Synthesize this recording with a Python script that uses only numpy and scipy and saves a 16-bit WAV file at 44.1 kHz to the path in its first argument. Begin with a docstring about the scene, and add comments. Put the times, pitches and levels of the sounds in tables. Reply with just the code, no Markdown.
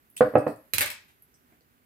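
"""Over wavering room tone and a thin hiss line, band-limited noise bursts tick like a stick in a glass.
A hand rustles as a full, thick glass rocks onto a hollow counter: three main dull knocks, one weaker between,
each a soft push exciting decaying modes and gritty noise. Then something hard and light clatters nearby:
clumped noise, ringing modes and a low thud. Faint ticks and one very faint knock follow.
Wall echoes and a short diffuse tail place the knocks, clatter and ticks in a small hard kitchen."""
import sys
import numpy as np
from scipy import signal
from scipy.fft import rfft, irfft, next_fast_len
from scipy.io import wavfile
from scipy.ndimage import map_coordinates

SR = 44100
rng = np.random.default_rng(int(sys.argv[2]) if len(sys.argv) > 2 else 0)


def inscribe(sig):
    """Save sig as 16-bit PCM at rate SR to the path in sys.argv[1].

    A 1-D sig is mono; a 2-D sig holds one channel per row.
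    Samples are clipped to [-1, 1] before scaling.
    """
    pcm = np.round(np.clip(np.atleast_2d(sig).T, -1, 1) * 32767)
    wavfile.write(sys.argv[1], SR, pcm.astype(np.int16))


def undo_db(level):
    """Turn decibels back into plain size, where 20 dB means ten times bigger."""
    steps = np.asarray(level, float) / 20
    return 10 ** steps


N = 81585  # length in samples
T = np.arange(SR // 4) / SR  # time axis of one event, s

# Room tone, relative spectral density: f/Hz, level/dB per Hz
HUSH_SPECTRUM = [(12, -56), (20, -17.5), (53, -3), (212, -7), (244, -1.5), (323, -10), (393, -8.5),
                 (535, -15.5), (1470, -13), (5210, -28), (11800, -26), (15200, -17.5), (16500, -51.5)]
# Left-right likeness of the room tone: f/Hz, likeness/1
HUSH_LIKENESS = [(60, 0.42), (240, 0.67), (950, 0.89), (3770, 0.067), (15000, .2)]
# Narrow electrical hiss, level before panning: t/s, level/dB
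WHINE_LEVEL = [(0, -80), (.2, -63), (.6, -68), (1.1, -74), (1.3, -76), (1.85, -84.5)]
# Faint ticks and scrapes: t/s, onset level/dB, t60/s, centre f/Hz, width/octaves
TICK_EVENTS = [(.101, -49, .015, 13270, 0.41), (0.165, -42, .08, 8940, .6), (.168, -38.5, .03, 2800, 0.16),
               (.168, -33, .03, 8630, 0.12), (0.168, -53.5, .03, 12500, 0.082), (.177, -36, .01, 3088, .3),
               (.208, -53.5, .1, 4300, 0.23), (.177, -39.5, .02, 10470, .6), (.38, -48.5, .1, 8695, 0.09),
               (.38, -59.5, .1, 5206, 0.27), (.475, -57, 0.12, 8550, .12), (.475, -65.5, .1, 4360, 0.095),
               (.502, -60.5, 0.074, 9470, 0.22), (.561, -57, .02, 8900, .3),
               (1.222, -48, 0.029, 11860, 0.13), (1.224, -70.5, 0.016, 9100, 0.67),
               (1.343, -61, 0.039, 8370, 0.071), (1.341, -61.5, 0.041, 5750, .12),
               (1.506, -62.5, 0.011, 1790, 0.34), (1.524, -59, 0.014, 1710, 0.32),
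               (1.608, -58, 0.0065, 4130, 0.69), (1.609, -62, 0.021, 350, 0.67),
               (1.78, -62, 0.0084, 2000, .6)]
# Hand sliding on the glass: t/s, level/dB
RUSTLE_LEVEL = [(.15, -95), (.19, -60.5), (.3, -64), (.37, -78), (.385, -61.5), (.46, -76), (.48, -54.5),
                (.56, -70.5), (.68, -87.5)]
# Colour of that rustle, relative spectral density: f/Hz, level/dB per Hz
SKIN_SPECTRUM = [(2500, -28), (4500, 3.5), (6800, -13), (8500, -2.5), (12000, -4), (15800, -7),
                 (17000, -41)]
# Landings of the glass: t/s, strength/dB, gripped base f/Hz, gain of counter modes below the base/dB,
# hardness (tilt of the counter modes from the base up)/dB per octave
KNOCK_EVENTS = [(0.2072, -5.5, 501, -7.5, -1.46), (0.3368, -25, 520, 0, -7), (0.3539, -6, 532, -5, 2.25),
                (0.4655, -16.5, 544, -1.5, -0.3), (1.52, -58.5, 260.3, -3, -3)]
# Modes of the hollow counter, relative to the base before boom and hardness: f/Hz, level/dB, t60/s
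COUNTER_MODES = [(59.93, -29.5, 0.062), (108, -17, .1), (162, -12.5, 0.059), (200, -13, 0.056),
                 (298.7, -5.5, 0.11), (416, -14, 0.11), (605, -0.5, 0.045), (652, -4.5, 0.028),
                 (736, -9, 0.051), (907, -26, 0.02), (1003, -15.5, 0.068), (1295, -26, 0.02),
                 (1650, -15.5, 0.024), (1790, -27, 0.013), (2300, -34.5, 0.068), (2580, -20.5, 0.04)]
# Base grinding on the surface, relative spectral density: f/Hz, level/dB per Hz
GRIT_SPECTRUM = [(410, -20), (700, -8.5), (900, -18), (1270, -16.5), (1800, -22), (3260, -45), (6000, -72),
                 (7800, -109.5), (13200, -120)]
# Bounces: t/s, onset level/dB, rattle t60/s, tilt about 4 kHz/dB per octave, left-right/dB, thud level/dB
BOUNCES = [(0.7355, -18, 0.031, 5, -8, -31.5), (.7822, -19, .03, 3.5, -14, -43),
           (.8078, -16, .04, 3, -1, -67), (0.8187, -30.5, .04, 4, -13, -43),
           (0.829, -30.5, 0.032, 0.5, 2.5, -60), (.858, -33, .04, 2.5, -15.5, -69),
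           (.872, -39.5, 0.064, 1.5, -15.5, -64.5), (.886, -51, 0.02, -0.5, -8, -77),
           (.902, -32, 0.055, 4, 5.5, -73), (.935, -52.5, 0.11, 5, -8, -70),
           (1.082, -60.5, 0.12, 1, 1, -87)]
# Rattle before the tilt, relative spectral density: f/Hz, level/dB per Hz
RATTLE_SPECTRUM = [(180, -38.5), (300, -1), (513, -37.5), (587, 12), (649, -20.5), (730, -5.5), (1400, -8),
                   (2210, -2), (4170, -13), (5930, -18), (12800, -14), (15400, -23.5), (16500, -35.5)]
# Modes of the bouncing thing, relative to the rattle before the tilt: f/Hz, level/dB, t60/s
OBJECT_MODES = [(614, -13, .03), (1850, -12, .02), (2090, -8, .02), (2290, -10, .02), (2600, -10, .02),
                (4040, -9, .015), (8690, -12, .015), (12500, -12, .01), (13290, -12, .015)]
# Decay of the room: f/Hz, t60/s
ROOM_DECAY = [(100, 0.29), (500, 0.26), (2000, 0.37), (6000, 0.34), (15000, 0.073)]
# Left-right likeness of the room tail: f/Hz, likeness/1
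ROOM_LIKENESS = [(100, .99), (500, .93), (1200, .2), (10000, .05)]
# Wall echoes, relative to the direct path before its pan: delay/s, level/dB, left-right/dB, left lag/s
WALL_ECHOES = [(.0055, -13, 1, .0002), (.0085, -10, -1, -.0002), (.0122, -7, -1, .0001),
               (.018, -12, 1, -.0002), (.026, -13, -1, .0002)]
# Left-right sensitivity of the two microphones: f/Hz, level/dB
PORT_BALANCE = [(100, 1), (600, -0.5), (2500, 1.5), (6000, -0.5), (14000, -1)]

HUSH_DB, HUSH_PAN_DB, HUSH_WAVER_DB = -66, -3, .7
WHINE_HZ, WHINE_HALF_WIDTH_HZ = 11500, 250
TICK_PAN_DB, TICK_WET_DB = -2.5, -6
KNOCK_PAN_DB, KNOCK_WET_DB = -4.5, -5.5
BASE_T60_S, PUSH_S, KNOCK_RISE_S = 0.058, 0.0001, 0.00047
GRIT_DB, GRIT_T60_S, GRIT_RISE_S = -9, 0.041, 0.0014
CLUMP_S, CLUMP_DB, RATTLE_RISE_S = .0012, 3, .0003
THUD_HZ, THUD_T60_S, THUD_RISE_S = 98, .16, .008
CLATTER_WET_DB = -2.5
LEFT_LAG_S, ROOM_ONSET_S = .0004, 0.002
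LOW_CUT_HZ = 45


def unit(x):
    """Normalisation: scale to rms 1."""
    return x / np.sqrt(np.mean(x ** 2) + 1e-20)


def along(points, hz):
    """Interpolation of (f/Hz, value) points on a logarithmic frequency axis."""
    f, v = np.transpose(points)
    return np.interp(np.log(hz + 1), np.log(f + 1), v)


def filtered(x, response):
    """Linear filtering: multiply the spectrum of x by a response of frequency."""
    n = x.shape[-1]
    m = next_fast_len(n + 8192)
    spectrum = rfft(x, m) * response(np.fft.rfftfreq(m, 1 / SR))
    return irfft(spectrum, m)[..., :n]


def gain_over_time(curve):
    """Amplitude envelope: gain per sample from (t/s, level/dB) points."""
    return undo_db(np.interp(np.arange(N) / SR, *np.transpose(curve)))


def fade(t60):
    """Exponential damping: the level falls 60 dB in t60, which is at least 2 ms."""
    return undo_db(-60 * T / max(t60, .002))


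def mode(hz, t60):
    """Free vibration: a damped sinusoid."""
    return np.sin(2 * np.pi * hz * T) * fade(t60)


def burst(noise, t60):
    """Damped noise, its energy set by the decay alone."""
    return unit(noise * fade(t60)) * np.sqrt(np.mean(fade(t60) ** 2))


def blend(pair, alike, gain):
    """Partial coherence: two noises mixed as mid and side to a left-right likeness."""
    def shares(hz):
        angle = np.arccos(np.clip(along(alike, hz), -1, 1)) / 2
        return gain(hz) * [np.cos(angle), np.sin(angle)]

    mid, side = filtered(pair, shares)
    return np.array([mid + side, mid - side])


def add(out, s, sound, pan_db, wet_db, lag_s=0):
    """Room response by convolution: direct path, wall echoes and a fresh diffuse tail."""
    # each frequency of the tail's noise decays at its own rate
    hz, t, z = signal.stft(rng.standard_normal((2, SR // 2)), SR, nperseg=256)
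    decay = undo_db(-60 * t / along(ROOM_DECAY, hz)[:, None])
    tail = signal.istft(z * decay, SR, nperseg=256)[1]
    onset = (1 - np.exp(-np.arange(tail.shape[1]) / SR / ROOM_ONSET_S)) ** 2
    tail = blend(tail, ROOM_LIKENESS, np.ones_like) * onset
    path = undo_db(wet_db) * tail / np.linalg.norm(tail[0])
    # direct sound, left then right
    path[0, round(lag_s * SR)] += undo_db(pan_db / 2)
    path[1, 0] += undo_db(-pan_db / 2)
    for delay, db, side_db, skew_s in WALL_ECHOES:
        arrivals = [round((delay + skew_s + lag_s) * SR), round(delay * SR)]
        path[[0, 1], arrivals] += undo_db(db + np.array([side_db, -side_db]) / 2)
    heard = signal.fftconvolve(sound[None], path, axes=1)
    i = round(s * SR)
    out[:, i:i + heard.shape[1]] += heard[:, :N - i]


def hush():
    """Stationary noise, slightly modulated in level, plus a narrow resonance of electrical hiss."""
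    tone = unit(blend(rng.standard_normal((2, N)), HUSH_LIKENESS, lambda f: undo_db(along(HUSH_SPECTRUM, f))))
    tone[0] = np.roll(tone[0], round(LEFT_LAG_S * SR))
    # random level points, 16 per second, joined smoothly
    waver = map_coordinates(rng.standard_normal(40), [np.arange(N) * 16 / SR])
    line = lambda f: 1 / (1 + ((f - WHINE_HZ) / WHINE_HALF_WIDTH_HZ) ** 2)
    whine = unit(filtered(rng.standard_normal((2, N)), line))
    sides = undo_db(np.array([[.5], [-.5]]) * HUSH_PAN_DB)
    return sides * (undo_db(HUSH_DB + HUSH_WAVER_DB * waver) * tone + gain_over_time(WHINE_LEVEL) * whine)


def ticks(out):
    """Impulsive excitation: sharp-edged, damped noise in a Gaussian band on an octave axis."""
    for s, db, t60, centre_hz, octaves in TICK_EVENTS:
        band = lambda f: np.exp(-.5 * (np.log2((f + 1) / centre_hz) / octaves) ** 2)
        tick = burst(filtered(rng.standard_normal(len(T)), band), t60)
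        add(out, s, undo_db(db) * tick, TICK_PAN_DB, TICK_WET_DB, LEFT_LAG_S)


def hand():
    """Sliding friction: faint bright noise, independent in the two channels."""
    noise = filtered(rng.standard_normal((2, N)), lambda f: undo_db(along(SKIN_SPECTRUM, f)))
    return gain_over_time(RUSTLE_LEVEL) * unit(noise)


def glass(out):
    """Modal excitation by impact: a short soft push rings base and counter, with grinding friction noise."""
    push = np.exp(-.5 * (T[:60] / PUSH_S - 4) ** 2)
    for s, db, base_hz, boom_db, hard_db in KNOCK_EVENTS:
        ring = mode(base_hz, BASE_T60_S)
        for k, (hz, mode_db, t60) in enumerate(COUNTER_MODES):
            shift_db = boom_db if hz < base_hz else hard_db * np.log2(hz / base_hz)
            tone_db = mode_db + shift_db + rng.normal(0, 1)
            ring += (-1) ** k * undo_db(tone_db) * mode(hz, t60)  # alternating polarity
        grit = unit(filtered(rng.standard_normal(len(T)), lambda f: undo_db(along(GRIT_SPECTRUM, f))))
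        grit = grit * fade(GRIT_T60_S) * (1 - np.exp(-(T / GRIT_RISE_S) ** 2))
        ring *= 1 - np.exp(-T / KNOCK_RISE_S)
        ring = -np.convolve(ring, push / push.sum())[:len(T)]
        add(out, s, undo_db(db) * (ring + undo_db(GRIT_DB) * grit), KNOCK_PAN_DB, KNOCK_WET_DB)


def clatter(out):
    """Repeated impact: dense clumped contacts as noise, with modes of the object and a low damped thud."""
    for s, db, t60, tilt_db, pan_db, thud_db in BOUNCES:
        # uneven contact strengths, then slower clumps
        contacts = rng.standard_normal(len(T)) * undo_db(6 * rng.standard_normal(len(T)))
        contacts *= undo_db(CLUMP_DB * map_coordinates(rng.standard_normal(len(T)), [T / CLUMP_S]))
        colour = lambda f: undo_db(along(RATTLE_SPECTRUM, f) + tilt_db * np.log2((f + 1) / 4000))
        rattle = burst(filtered(contacts, colour), t60) * np.minimum(T / RATTLE_RISE_S, 1)
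        ring = np.zeros(len(T))
        for hz, mode_db, life in OBJECT_MODES:
            tone_db = mode_db + tilt_db * np.log2(hz / 4000) + rng.normal(0, 2.5)
            ring += undo_db(tone_db) * mode(hz, life)
        thud = mode(THUD_HZ, THUD_T60_S) * (1 - np.exp(-(T / THUD_RISE_S) ** 2))
        bounce = undo_db(db) * (rattle + ring) + undo_db(thud_db) * thud
        add(out, s, bounce, pan_db, CLATTER_WET_DB, LEFT_LAG_S)


def scene():
    """Superposition of all sources in the kitchen."""
    out = hush() + hand()
    for add_source in (ticks, glass, clatter):
        add_source(out)
    return out


def low_pass(x):
    """Removes everything above the highest recorded frequency."""
    return signal.sosfilt(signal.butter(12, 16830, fs=SR, output="sos"), x)


def record(dry):
    """Transduction by two microphones of unequal sensitivity, with a high-pass filter."""
    ports = filtered(dry, lambda f: undo_db(np.array([[.5], [-.5]]) * along(PORT_BALANCE, f)))
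    low_cut = signal.butter(3, LOW_CUT_HZ, 'high', fs=SR, output='sos')
    return low_pass(signal.sosfilt(low_cut, ports))


dry = scene()
out = record(dry)
inscribe(out)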